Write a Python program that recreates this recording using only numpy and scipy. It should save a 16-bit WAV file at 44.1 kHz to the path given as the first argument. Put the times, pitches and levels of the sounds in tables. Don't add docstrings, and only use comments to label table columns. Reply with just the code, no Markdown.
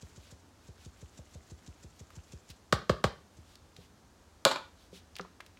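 import sys
import numpy as np
from scipy import signal
from scipy.fft import rfft, irfft
from scipy.io import wavfile
from scipy.ndimage import uniform_filter1d

SR = 44100
rng = np.random.default_rng(int(sys.argv[2]) if len(sys.argv) > 2 else 0)


def store_pcm(level_fs):
    pcm = np.round(np.clip(level_fs, -1, 1) * 32767).astype(np.int16)
    wavfile.write(sys.argv[1], SR, np.atleast_2d(pcm).T)


N = 246519
T = np.arange(SR // 2) / SR
STROKE_S = .1636


def strokes():
    # first landing t/s, last landing t/s, sliding hiss level/dB relative to the stroke
    bouts = [(0.0282, .3225, -9), (0.6862, .6868, -15), (.8615, 2.498, -12), (3.3834, 3.3839, -13),
             (3.783, 3.782, -13.5)]
    # t/s, stroke level/dB
    effort = [(0, -43), (.32, -47), (.86, -42.5), (1.5, -42.5), (2.0, -44), (2.17, -41), (2.33, -41),
              (2.5, -46.5), (3.8, -51)]
    rows = []
    for first, last, hiss_db in bouts:
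        count = 1 + int(round(abs(last - first) / STROKE_S))
        for s in np.linspace(first, last, count):
            db = np.interp(s, *np.transpose(effort))
            rows.append((s, db, db + hiss_db))
    return rows


def thumps(rise_s=0.00141, overtone=2.592, overtone_db=-3, overtone_t60=0.0435):
    plug_hz, plug_rest_hz, plug_relax_s, plug_length_s = 280, 68, .006, .035
    out = np.zeros(N)
    for s, db, _ in strokes():
        envelope = np.exp(-(T / plug_length_s) ** 4)
        plug = envelope * np.sin(sag(plug_hz, plug_rest_hz, plug_relax_s))
        packing = 1 + 0.24 * rng.standard_normal()
        upper_phase = overtone * packing * sag(223.0, 132.6, 0.00527)
        upper = np.sin(upper_phase) * fade(overtone_t60)
        onset = undb(db) * (1 - np.exp(-T / rise_s))
        add(out, s, onset * plug)
        add(out, s + 0.002152, onset * undb(overtone_db) * upper)
    return out


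def sliding(lead_s=0.00769, rush_s=0.00925, back_s=0.0691, back_scatter_s=0.0067, back_width_s=0.0125,
            back_db=-11, stir_s=0.0622, stir_db=-14, hiss_db=-2.5, grain_db=2.0, clump_db=3):
    # f/Hz, relative level/dB
    powder_shape = [(300, -3), (1500, -12), (3000, -8), (5000, -7), (6300, -2.5), (7500, -1.5),
                    (8500, -13.5), (10000, -17), (15000, -30)]
    t, power = np.arange(N) / SR, np.zeros(N)
    for s, _, db in strokes():
        near = np.abs(t - s) < .5
        u = t[near] - s
        rush = np.exp(-((u + lead_s) / rush_s) ** 4)
        back_centre = back_s + back_scatter_s * rng.standard_normal()
        back = undb(back_db) * np.exp(-((u - back_centre) / back_width_s) ** 2)
        stir = undb(stir_db) * np.exp(-((u + lead_s) / stir_s) ** 2)
        power[near] += undb(db + hiss_db) ** 2 * (rush ** 2 + back ** 2 + stir ** 2)
    slow_noise = unit(uniform_filter1d(rng.standard_normal(N), size=100))
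    clumps = undb(clump_db * slow_noise)
    return colour(grains(N, grain_db) * clumps * np.sqrt(power), powder_shape)


def crumbs(count=3, crumb_db=-11, spread_db=6, crumb_hz=2800, spread_octaves=2, cycles=14):
    out = np.zeros(N)
    for s, db, _ in strokes():
        for when, size, pitch in rng.random((count, 3)) - .5:
            hz = crumb_hz * 2 ** (spread_octaves * pitch)
            tick = ring([(hz, db + crumb_db + spread_db * size, cycles / hz)])
            add(out, max(s + when * STROKE_S, 0), tick)
    return out


def slaps(tick_db=-5, blow_db=0, plug_db=-3, wet_db=-12):
    # t/s, level/dB, rim level/dB, rim tilt/dB per octave,
    # low wall modes level/dB, high wall modes level/dB, lag from first touch to full blow t/s
    slap_rows = [(2.725, -17.5, 5, -0.5, 3, 4, 0.002056), (2.8946, -16.5, 0, -1.5, 5.5, -0.5, 0.0021),
                 (3.0401, -17, 2.5, -1, 2.5, 0, 0.0018)]
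    # f/Hz, relative level/dB
    rim_shape = [(200, -93.5), (800, 6.5), (1200, 2), (2200, -7), (4200, -2), (5500, -10), (7500, -11.5),
                 (10000, -21), (16000, -29.5)]
    # f/Hz, level/dB, decay t60/s
    low_modes = [(389, 1, 0.0167), (513, 2.5, 0.01896), (613.6, -0.5, 0.0205)]
    high_modes = [(1060.5, 3, 0.0129), (1228, 1, 0.0163), (1578, 3, 0.0077), (2063, -2, 0.0046),
                  (3168, -13.5, 0.011), (4550, -3.5, 0.0044)]
    out = np.zeros(N)
    for s, db, rim_db, tilt, low_db, high_db, lag in slap_rows:
        rim = tilted(rim_shape, tilt)
        slap = np.zeros(2 * len(T))
        add(slap, 0, undb(rim_db + tick_db) * colour(contact(0.02474, 0.914), rim))
        add(slap, lag, undb(rim_db + blow_db) * colour(contact(0.105, 0.131), rim))
        wall = undb(low_db) * ring(low_modes) + undb(high_db) * ring(high_modes)
        add(slap, lag, wall * (1 - np.exp(-T / 0.000147)))
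        plug = np.sin(sag(237.0, 59.4, 0.0087)) * fade(0.114) * (1 - np.exp(-T / 0.00033))
        add(slap, lag + 0.004107, undb(plug_db) * plug)
        add(out, s, undb(db) * kitchen(slap, wet_db))
    return out


def setting_down(rise_s=0.00018, focus_db=9, wet_db=-7):
    # t/s, body level/dB, most driven f/Hz,
    # crack level/dB, crack tilt/dB per octave, chatter t60/s
    knock_rows = [(4.4512, -14, 1200, -5.5, 0, 0.01088), (4.456, -12.5, 499, -29.5, -6.5, 0.024),
                  (4.465, -15, 456, -19, -8, 0.044), (4.513, -29, 1160, -22.5, -4, 0.0594),
                  (4.559, -27.5, 1150, -31, -4, 0.0325)]
    # f/Hz, level/dB, decay t60/s
    counter_modes = [(162.24, -5.5, 0.113), (267.7, -7, 0.048), (383, -11, 0.1006), (538.8, -3.5, 0.0754),
                     (655, -1.5, 0.0254), (861, -6, 0.037), (1035, -3, 0.0218), (1090.6, -18, .15),
                     (1174.5, -1.5, 0.0284), (1307, -15.5, 0.14), (1449.3, -8, 0.068),
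                     (2380.3, 2.5, 0.0372), (3674, -4.5, 0.024), (4040, -10, 0.031), (4547, 3, 0.0168)]
    # f/Hz, relative level/dB
    crack_shape = [(200, -33.5), (1000, 2.5), (1900, -4.5), (2600, -5), (4000, 2.5), (6000, -10),
                   (7500, -3), (9000, -15), (11000, -13.5), (16000, -28)]
    out = np.zeros(N)
    for s, body_db, centre_hz, crack_db, tilt, chatter_s in knock_rows:
        modes = [(hz, db - focus_db * abs(np.log2(hz / centre_hz)), t60) for hz, db, t60 in counter_modes]
        body = undb(body_db) * ring(modes) * (1 - np.exp(-T / rise_s))
        crack = undb(crack_db) * colour(contact(chatter_s, 0.707), tilted(crack_shape, tilt))
        add(out, s, kitchen(body + crack, wet_db))
    return out


def handling(cycles=16, tick_db=-3, tone_db=-5, bass_slope_db=9):
    # t/s, level/dB, ring f/Hz, slope above the ring/dB per octave
    click_rows = [(2.104, -43.5, 1277, -7.5), (2.502, -38.5, 4340, -6), (3.555, -42, 4300, -11.5),
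                  (3.765, -39.5, 3660, -13.5), (5.155, -37, 4660, -22), (5.165, -30.5, 2790, -8.5),
                  (5.186, -36, 3100, -10), (5.1954, -23.5, 1242, -16), (5.2108, -38, 5485, -29.5),
                  (5.2486, -38.5, 1019, -17.5), (5.4035, -35, 1119, -13), (5.4055, -32.5, 2040, -10.5),
                  (5.4634, -42.5, 3000, -8.5), (5.572, -44, 2585, -16.5)]
    # t/s, level/dB
    bump_rows = [(3.789, -53), (4.9282, -46.5), (5.2, -39.5)]
    # f/Hz, level/dB, decay t60/s
    worktop_modes = [(180.8, -3, 0.22), (267.6, -5.5, 0.041), (391, 1, 0.082), (518.8, 0.5, 0.051)]
    out = np.zeros(N)
    for s, db, hz, slope in click_rows:
        shape = [(hz * 2 ** octave, min(bass_slope_db * octave, slope * octave))
                 for octave in np.arange(-2, 3.5, .5)]
        tick = colour(contact(0.01776, 0.704), shape)
        tone = ring([(hz, tone_db, cycles / hz)]) * (1 - np.exp(-T * hz))
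        add(out, s, undb(db) * (undb(tick_db) * tick + tone))
    for s, db in bump_rows:
        add(out, s, undb(db) * ring(worktop_modes))
    return out


def rustling(trim_db=-2, wander_octaves=0.335):
    # middle t/s, half length t/s,
    # level/dB before the common trim
    rustle_rows = [(0.262, 0.111, -61.5), (0.822, 0.0856, -63), (2.508, 0.0208, -51), (3.512, 0.092, -63),
                   (3.828, .078, -63.5), (4.824, 0.099, -64.5), (4.963, 0.058, -54)]
    lead_s, half_s, sleeve_db, sleeve_hz = 0.032, .08, -25.5, 2274
    cloth_hz = 3460
    out = np.zeros(N)
    for s, db, _ in strokes():
        hz = sleeve_hz * 2 ** (wander_octaves * rng.standard_normal())
        sleeve = swish(half_s, hz, octaves=1.84, grain_db=2.5)
        add(out, max(s - lead_s - half_s, 0), undb(db + sleeve_db) * sleeve)
    for s, half_length, db in rustle_rows:
        cloth = swish(half_length, cloth_hz, octaves=1.0, grain_db=1.06)
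        add(out, max(s - half_length, 0), undb(db + trim_db) * cloth)
    return out


def swish(half_s, hz, octaves, grain_db):
    n = int(2 * half_s * SR)
    return np.hanning(n) * unit(band(grains(n, grain_db), hz, octaves))


def kitchen(x, wet_db, gap_s=0.0028, build_s=0.00216):
    # f/Hz, level/dB, decay t60/s
    reverb_bands = [(91.1, -11.5, 0.502), (250, 2.5, 0.369), (550, 1, 0.316), (1175, 5, 0.2965),
                    (2445, 3, 0.3484), (4500, 5.5, 0.306), (7734, -0.5, 0.265), (14170, 0.5, 0.266)]
    hz, db, t60 = np.transpose(reverb_bands)
    f = np.log(np.maximum(np.fft.rfftfreq(len(T), 1 / SR), 1))
    slowest = fade(max(t60))
    build = 1 - np.exp(-np.maximum(T - gap_s, 0) / build_s)
    arrivals = grains(len(T), 1.843) * slowest * build
    noise = rfft(even(arrivals, 70))
    tail = np.zeros(len(T))
    for d, t, share in zip(db, t60, np.eye(len(hz))):
        band_noise = irfft(noise * np.interp(f, np.log(hz), share), len(T))
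        tail += undb(d) * fade(t) / slowest * band_noise
    return x + undb(wet_db) * signal.oaconvolve(x, tail)[:len(x)]


def room_air(air_db=-60):
    # f/Hz, relative density level/dB per Hz
    air_shape = [(25, -18), (50, -4), (85, -1), (130, -12.5), (260, -11), (450, -16.5), (800, -18.5),
                 (1500, -22.5), (2200, -29), (6500, -29.5), (13000, -42), (16000, -46.5)]
    return undb(air_db) * unit(colour(rng.standard_normal(N), air_shape))


def contact(t60, grit):
    chatter = grit * rng.standard_normal(len(T)) * fade(t60)
    chatter[0] = 2
    return np.linalg.norm(chatter) * even(chatter, 258.9)


def sag(start_hz, end_hz, relax_s):
    hz = end_hz + (start_hz - end_hz) * np.exp(-T / relax_s)
    return 2 * np.pi * np.cumsum(hz) / SR


def ring(modes):
    return sum((-1) ** k * undb(db) * fade(t60) * np.sin(2 * np.pi * hz * T)
               for k, (hz, db, t60) in enumerate(modes))


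def fade(t60):
    return np.exp(-np.log(1000) * T / t60)


def grains(n, spread_db):
    return unit(rng.standard_normal(n) * undb(spread_db * rng.exponential(size=n)))


def tilted(points, tilt):
    return [(hz, db + tilt * np.log2(hz)) for hz, db in points]


def colour(x, points, size=4096):
    hz, db = np.transpose(points)
    f = np.maximum(np.fft.rfftfreq(size, 1 / SR), 1)
    gain = undb(np.interp(np.log(f), np.log(hz), db))
    cepstrum = irfft(np.log(gain))
    cepstrum[size // 2:] = 0
    response = irfft(np.exp(2 * rfft(cepstrum)))
    return signal.oaconvolve(x, response / np.linalg.norm(response))[:len(x)]


def band(x, hz, octaves):
    edges = np.clip([hz / 2 ** (octaves / 2), hz * 2 ** (octaves / 2)], 10, SR / 2 - 10)
    return signal.lfilter(*signal.butter(1, edges, "band", fs=SR), x)


def even(x, width_hz):
    spectrum = rfft(x, 2 * len(x))
    bins = max(int(width_hz * 2 * len(x) / SR), 1)
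    local_power = uniform_filter1d(np.abs(spectrum) ** 2, bins)
    return irfft(spectrum / np.sqrt(local_power + 1e-12))[:len(x)]


def undb(db):
    return 10 ** (np.asarray(db) / 20)


def unit(x):
    return x / np.std(x)


def add(track, s, sound):
    i = int(round(s * SR))
    track[i:i + len(sound)] += sound[:N - i]


def scene():
    shaking = kitchen(thumps() + sliding() + crumbs(), wet_db=-12)
    small_things = kitchen(handling() + rustling(), wet_db=-12.0)
    return (shaking + slaps() + setting_down() + small_things + room_air())[None]


def record(dry):
    thinned = signal.sosfilt(signal.butter(2, 42, "high", fs=SR, output="sos"), dry)
    top_hz = 15900
    return signal.sosfilt(signal.ellip(8, .2, 70, top_hz, fs=SR, output="sos"), thinned)


dry = scene()
out = record(dry)
store_pcm(out)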